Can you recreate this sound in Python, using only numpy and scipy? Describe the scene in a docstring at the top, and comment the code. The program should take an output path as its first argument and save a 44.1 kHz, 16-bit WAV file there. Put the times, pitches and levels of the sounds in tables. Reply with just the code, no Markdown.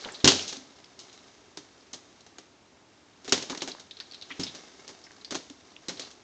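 """Short, high squeaks come first, then a burst of sharp cracks: dry ice in a plastic tub, close by.
Escaping gas makes the ice squeak, and the chilled ice snaps and crackles.
Shifting pieces knock on the tub, and every crack kicks it too. In between, fine ticks,
faint squeaks and a soft hiss follow the flow of gas, over the hush of a quiet room."""
import sys
import numpy as np
from scipy import signal
from scipy.io import wavfile
from scipy.ndimage import uniform_filter1d, minimum_filter1d

SR = 44100
rng = np.random.default_rng(int(sys.argv[2]) if len(sys.argv) > 2 else 0)


def generate_wav(sig):
    """Save sig (samples, or channels by samples) to the path in sys.argv[1] as 16-bit PCM at SR."""
    pcm = np.round(np.clip(np.atleast_2d(sig).T, -1, 1) * 32767).astype(np.int16)
    wavfile.write(sys.argv[1], SR, pcm)


N = 274743
BINS = np.fft.rfftfreq(2048, 1 / SR)  # the frequencies [Hz] at which a filter's gain is set
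ROOM_FADE_S, TUB_FADE_S = 0.51, 0.12  # time for the echoes to fade by 60 dB


def amp(db):
    """Turns decibels into a gain to multiply by."""
    return 10 ** (np.asarray(db) / 20)


def unit_level(x):
    """Scales x so that its average strength (rms) is 1."""
    return x / np.sqrt(np.mean(np.abs(x) ** 2) + 1e-20)


def tone_curve(points):
    """Joins (frequency, level) points into a gain for each frequency in BINS."""
    hz, db = np.transpose(points)
    return amp(np.interp(np.log(BINS + 1), np.log(hz + 1), db))


def bump(hz, centre_hz, octaves):
    """A bell-shaped gain around a centre frequency."""
    return np.exp(-.5 * (np.log2((hz + 1) / centre_hz) / octaves) ** 2)


def add(mix, start_s, sound):
    """Mixes a sound in at its start time."""
    part = mix[max(round(start_s * SR), 0):][:len(sound)]
    part += sound[:len(part)]


def colour(x, gain):
    """Shapes the tone of x. 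The filter never rings ahead of a sound, so snaps stay sharp."""
    log_gain = np.log(np.maximum(gain, gain.max() * 1e-4))
    mirrored = np.concatenate([log_gain, log_gain[-2:0:-1]])
    taps = np.fft.ifft(np.exp(np.conj(signal.hilbert(mirrored)))).real
    return signal.oaconvolve(x, taps[:len(BINS)])[:len(x)]


def low_pass(x, edge_hz):
    """Cuts away the treble above edge_hz."""
    taps = signal.firwin(201, edge_hz, window=("kaiser", 9), fs=SR)
    return signal.oaconvolve(x, taps[None], "same")


def echoes(fade_s, rise_s):
    """A wash of reflections that builds up and dies away, new for every spot in the tub."""
    t = np.arange(SR * 3 // 4) / SR
    wash = rng.standard_normal(len(t)) * amp(-60 * t / fade_s) * (1 - np.exp(-t / rise_s))
    return wash / np.linalg.norm(wash)


def burst(decay_s, snap, grain, rise_s, tub_db, room_db):
    """One snap in a fading spray of tiny breaks, plus echoes. 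More grain makes the spray rougher."""
    t = np.arange(SR * 3 // 4) / SR
    sizes = np.exp(grain * rng.standard_normal(len(t)) - t / max(decay_s, 1e-3))
    sizes *= 1 - np.exp(-t / rise_s)
    spray = rng.standard_normal(len(t)) * sizes
    spray /= np.linalg.norm(spray)
    spray[round(rise_s * SR)] += snap
    direct = spray / np.sqrt(np.mean(spray[:round(.008 * SR)] ** 2))  # the first 8 ms set the level
    in_tub = amp(tub_db) * echoes(TUB_FADE_S, rise_s=0.0083)
    in_room = amp(room_db) * echoes(ROOM_FADE_S, rise_s=0.012)
    return direct + np.linalg.norm(direct) * (in_tub + in_room)


# the tone of the still room: (frequency [Hz], relative level [dB])
HUSH_TONE = [(18, -54.5), (30, -27.5), (81, -6), (154, -9), (219, -7), (259, -3), (328, -4), (503, -11.5),
             (607, -10), (826, -11), (1050, -12.5), (1270, -14.5), (2770, -18), (7480, -24.5),
             (8620, -43.5), (11200, -85), (19000, -120)]


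def room_hush():
    """The quiet room: steady noise, mostly low in pitch."""
    return amp(-60) * unit_level(colour(rng.standard_normal(N), tone_curve(HUSH_TONE)))


# how briskly the ice gives off gas: (time [s], level [dB])
GAS_FLOW = [(0,-45.5), (.2,-49.5), (.55,-48), (.65,-56.5), (.95,-59.5), (1.03,-53), (1.5,-61), (2.15,-59.5),
            (2.55,-66), (3.2,-64), (3.3,-48.5), (3.65,-54), (3.85,-60.5), (4.5,-50.5), (5.4,-60), (5.8,-58),
            (6.03,-48.5), (6.23,-63.5)]


def gas_db(time_s):
    """The level of the gas flow at a given time."""
    return np.interp(time_s, *np.transpose(GAS_FLOW))


def fizz(ticks_per_s=300):
    """Fine ticks and a soft hiss swell and fade with the flow of gas."""
    flow = amp(gas_db(np.arange(N) / SR))
    sizes = amp(3.5 * np.minimum(rng.exponential(1, N), 3.5))
    pulses = (rng.random(N) < ticks_per_s / SR) * rng.choice([-1, 1], N) * sizes
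    one_tick = burst(decay_s=0.0048, snap=0.9, grain=0.86, rise_s=.0002, tub_db=-12, room_db=-13)
    ticks = amp(-4) * unit_level(signal.oaconvolve(pulses, one_tick)[:N])
    hiss = amp(-4.5) * unit_level(rng.standard_normal(N))
    treble = tone_curve(CRACK_TREBLE_TONE) * bump(BINS, 5000, octaves=.9)
    middle = amp(1.5) * tone_curve(CRACK_MIDDLE_TONE)
    return flow * colour(ticks + hiss, unit_level(np.hypot(treble, middle)))


# the notes the tub rings at: (pitch [Hz], relative level [dB], time to fade by 60 dB [s])
TUB_NOTES = [(93, -2, 0.37), (138.7, -2, 0.21), (186.5, -3.5, 0.19), (218, -12.5, 0.064),
             (258.5, 0.5, 0.18), (281.5, -1.5, 0.11), (306.6, -4.5, 0.22), (344.3, -1, 0.067),
             (393.7, 0.5, 0.16), (433, -14.5, 0.017), (524, -9, 0.09), (568, -8, .07), (654, -23, .06)]


def tub_thump(db, centre_hz, spread):
    """A blow pushes the air in the tub and rings its notes, in a new mix for each spot it lands on."""
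    t = np.arange(SR // 3) / SR
    hz, note_db, fade_s = np.transpose(TUB_NOTES)[:, :, None]
    chance_db, side, detune = rng.standard_normal((3, len(TUB_NOTES), 1))
    weight = amp(note_db + chance_db) * bump(hz, centre_hz, spread) * np.sign(side)
    loaded_hz = hz * (1 + 0.022 * detune)  # the moving load shifts the notes a little
    notes = weight * amp(-60 * t / fade_s) * np.sin(2 * np.pi * loaded_hz * t)
    ring = notes.sum(0) * (1 - np.exp(-t / 0.00093))
    swing = t / 0.003  # the air swings back after 3 ms
    air_push = amp(-3) * (1 - swing) * np.exp(-swing) * (1 - np.exp(-t / 0.00079))
    return amp(db) * (ring / np.std(ring[:SR // 50]) + spread * air_push)


# pieces bumping the tub: (time [s], relative level [dB], centre pitch [Hz], spread [octaves])
KNOCK_EVENTS = [(.241,-18,286,1.02), (.251,-28,270,1.05), (.266,-27.5,262,1.05), (.572,-45.5,281.6,0.21),
                (3.281,-42,356,0.3), (3.323,-36.5,355,1.), (3.521,-39.5,296,0.75), (4.31,-48.5,297,0.42),
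                (4.393,-32,237,0.81), (5.503,-45,276,0.095), (5.885,-41.5,278,0.75)]
KICK_DB, KICK_LIMIT_DB = -4.5, -30.5  # a kick follows its crack's midrange level, up to a limit
KICK_HZ, KICK_OCTAVES = 370, 0.86


def knocks():
    """Shifting pieces and the kick of each crack thump the tub; the room echoes a little lower."""
    out = np.zeros(N)
    kicks = [(start_s, min(middle_db + KICK_DB, KICK_LIMIT_DB), KICK_HZ, KICK_OCTAVES)
             for start_s, _, middle_db, _ in CRACK_EVENTS]
    for start_s, db, centre_hz, spread in KNOCK_EVENTS + kicks:
        thump = tub_thump(db, centre_hz, spread)
        add(out, start_s, thump)
        echo_tone = unit_level(bump(BINS, centre_hz * .85, spread * 0.77))
        echo = colour(echoes(ROOM_FADE_S, rise_s=.012), echo_tone)
        add(out, start_s, amp(-11) * np.linalg.norm(thump) * echo)
    return out


def faint_squeak_rows(count, usual_hz=4300, scatter_octaves=.25, decay_s=.005):
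    """Lists extra squeaks at chance moments, louder when more gas flows."""
    when, softness, pitch = rng.random((count, 3)).T
    start_s = when * N / SR
    db = gas_db(start_s) + 3 - 5 * softness
    hz = usual_hz * 2 ** (scatter_octaves * (2 * pitch - 1))
    return list(zip(start_s, db, hz, np.full(count, decay_s)))


# short squeaks and pops, plus the bright ring of two cracks (at 1.931 s and 4.878 s):
# (time [s], relative level [dB], pitch [Hz], decay time [s])
SQUEAKS_AND_RINGS = [(.009,-42,4200,0.0066), (0.033,-44,4470,.005), (.041,-42.5,1470,0.012),
                     (0.0468,-35.5,3440,0.0048), (.056,-39.5,630,0.03), (.086,-41,1790,0.013),
                     (0.1212,-46.5,7300,0.0035), (0.144,-40,4000,0.012), (.203,-42.5,3570,0.0058),
                     (.393,-34,3180,.007), (.408,-39,5470,.008), (.416,-42,2730,.006), (.424,-36,5400,.011),
                     (.842,-50.5,3160,0.0018), (0.844,-53,4950,0.0037), (1.931,-40,6400,.007),
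                     (3.527,-38.5,1040,0.0069), (3.549,-45.5,1840,.008), (3.607,-38,3740,.008),
                     (3.7073,-43,3720,.003), (3.717,-37,4240,0.0022), (3.75,-44.5,980,0.00065),
                     (3.784,-49.5,790,0.0011), (3.9099,-39.5,3840,0.0064), (3.9694,-45.5,3800,0.0046),
                     (4.0016,-37.5,3950,0.0015), (4.002,-48,1740,0.013), (4.004,-41,4470,0.011),
                     (4.112,-47,4460,.0036), (4.1209,-44,4500,.0035), (4.135,-46,3800,0.014),
                     (4.145,-41,4100,0.0084), (4.2133,-44,3860,.0015), (4.222,-38,4050,0.0065),
                     (4.3038,-40,1890,0.0064), (4.311,-36,2270,0.0085), (4.321,-38.5,2970,0.0038),
                     (4.434,-31.5,5180,.008), (4.467,-37.5,3630,0.026), (4.878,-44.5,5950,.003),
                     (5.039,-49.5,5260,0.022), (5.067,-51.5,1860,0.0058), (5.1086,-47,1300,0.00057),
                     (5.212,-51.5,4050,.005), (5.2466,-36,4500,0.0049), (5.7643,-47,2860,0.0017),
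                     (5.972,-46,3820,0.016), (6.019,-40,4370,0.009), (6.049,-43,4300,0.0081)]


def squeaks_and_rings():
    """Each rings one pitch over a broad rasp. The squeaks are gas forcing its way out under the ice."""
    out = np.zeros(N)
    treble_cut = 1 / (1 + (BINS / 6800) ** 12)
    for start_s, db, hz, decay_s in SQUEAKS_AND_RINGS + faint_squeak_rows(count=24):
        half_width_hz = .62 * (810 + 0.23 / decay_s)  # a shorter sound has a blurrier pitch
        ring = 1 / (1 + ((BINS - hz) / half_width_hz) ** 2)
        rasp = amp(-12) * bump(BINS, hz, octaves=.75) * treble_cut
        jolts = burst(decay_s, snap=0.17, grain=0.56, rise_s=0.00012, tub_db=-11.5, room_db=-11.5)
        add(out, start_s, amp(db) * colour(jolts, unit_level(np.hypot(ring, rasp))))
    return out


# the midrange and treble of a crack, shared by the fizz: (frequency [Hz], relative level [dB])
CRACK_MIDDLE_TONE = [(100, -18), (300, 2.5), (650, 1.5), (1100, -3), (1700, -3), (2300, -4.5),
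                     (3000, -22.5), (5000, -41)]
CRACK_TREBLE_TONE = [(1500, -36), (2300, -5), (2800, -0.5), (4000, 1), (5000, -1), (6600, 0.5),
                     (7300, -5.5), (8000, -13.5), (9000, -30.5)]
# sudden breaks, and a few longer spurts of hissing gas (at 0.4757, 0.989, 1.1265 and 3.243 s): (time [s],
# treble level [dB], midrange level [dB], decay time [s])
CRACK_EVENTS = [(0.2441,-15.5,-24,0.0061), (0.2549,-20.5,-26.5,0.0033), (0.2642,-30.5,-30,0.0024),
                (0.2754,-6.5,-16,0.0039), (0.286,-19.5,-30.5,0.0032), (0.3202,-24,-32,.0012),
                (0.4757,-36.5,-58,0.038), (.526,-38.5,-44,.008), (0.568,-43,-58,0.0032),
                (.989,-45.5,-61.5,0.023), (1.1265,-54,-75,0.022), (1.5725,-38.5,-43.5,0.0048),
                (1.933,-41,-47,0.016), (2.2059,-56,-68,0.0078), (2.2645,-52.5,-56.5,0.005),
                (2.3836,-45,-49,0.0053), (3.243,-49.5,-54.5,0.031), (3.278,-40.5,-42,0.012),
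                (3.294,-35.5,-62,0.0035), (3.3222,-16.5,-23,0.0069), (3.377,-36.5,-38,0.0053),
                (3.4238,-36.5,-41,.006), (3.497,-35.5,-36.5,0.014), (3.52,-43,-50,0.0033),
                (3.548,-42.5,-42.5,0.0062), (3.5739,-39.5,-46,0.0073), (3.6191,-31.5,-35.5,.01),
                (3.6749,-37,-39.5,0.014), (3.7965,-45.5,-53.5,0.0092), (4.3944,-37.5,-45.5,.033),
                (4.4349,-39,-46,0.0084), (4.547,-45.5,-50.5,0.022), (4.8785,-44.5,-54,.0045),
                (4.889,-48,-48,0.016), (5.1169,-54.5,-63.5,0.0024), (5.307,-34.5,-42,0.011),
                (5.321,-40,-38,0.011), (5.346,-34.5,-44,.005), (5.3521,-33,-36,0.0076),
                (5.499,-47.5,-53,0.0026), (5.884,-33,-42.5,0.0038), (5.892,-35,-37,0.0083),
                (5.9948,-35,-44,0.0063), (6.1121,-49,-65,.0043)]
USUAL_CRACK_HZ, USUAL_CRACK_DB, OCTAVES_PER_DB = 4800, -35, 0.01


def cracks():
    """Ice and chilled plastic snap brightly, and a few longer spurts of gas hiss out. 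Bigger breaks sound
    lower; longer ones start more softly."""
    out = np.zeros(N)
    middle = unit_level(tone_curve(CRACK_MIDDLE_TONE))
    for start_s, treble_db, middle_db, decay_s in CRACK_EVENTS:
        centre_hz = USUAL_CRACK_HZ * 2 ** (-OCTAVES_PER_DB * (treble_db - USUAL_CRACK_DB))
        treble = unit_level(tone_curve(CRACK_TREBLE_TONE) * bump(BINS, centre_hz, octaves=1))
        tone = np.hypot(amp(treble_db) * treble, amp(middle_db) * middle)
        crack = burst(decay_s, snap=0.44, grain=0.37, rise_s=0.13 * decay_s, tub_db=-6.5, room_db=-11)
        add(out, start_s, colour(crack, tone))
    return out


def scene():
    """Ice, tub and room, mixed into one channel."""
    return (cracks() + amp(-1) * squeaks_and_rings() + amp(-1.5) * knocks() + fizz() + room_hush())[None]


def record(dry):
    """The microphone misses the highest treble; a fast limiter turns down only the hardest snaps."""
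    heard = low_pass(dry, edge_hz=8900)
    allowed_gain = 1 / np.maximum(np.abs(heard) / .71, 1)
    smooth_gain = uniform_filter1d(minimum_filter1d(allowed_gain, size=21), size=21)
    return low_pass(heard * smooth_gain, edge_hz=16000)


dry = scene()
out = record(dry)
generate_wav(out)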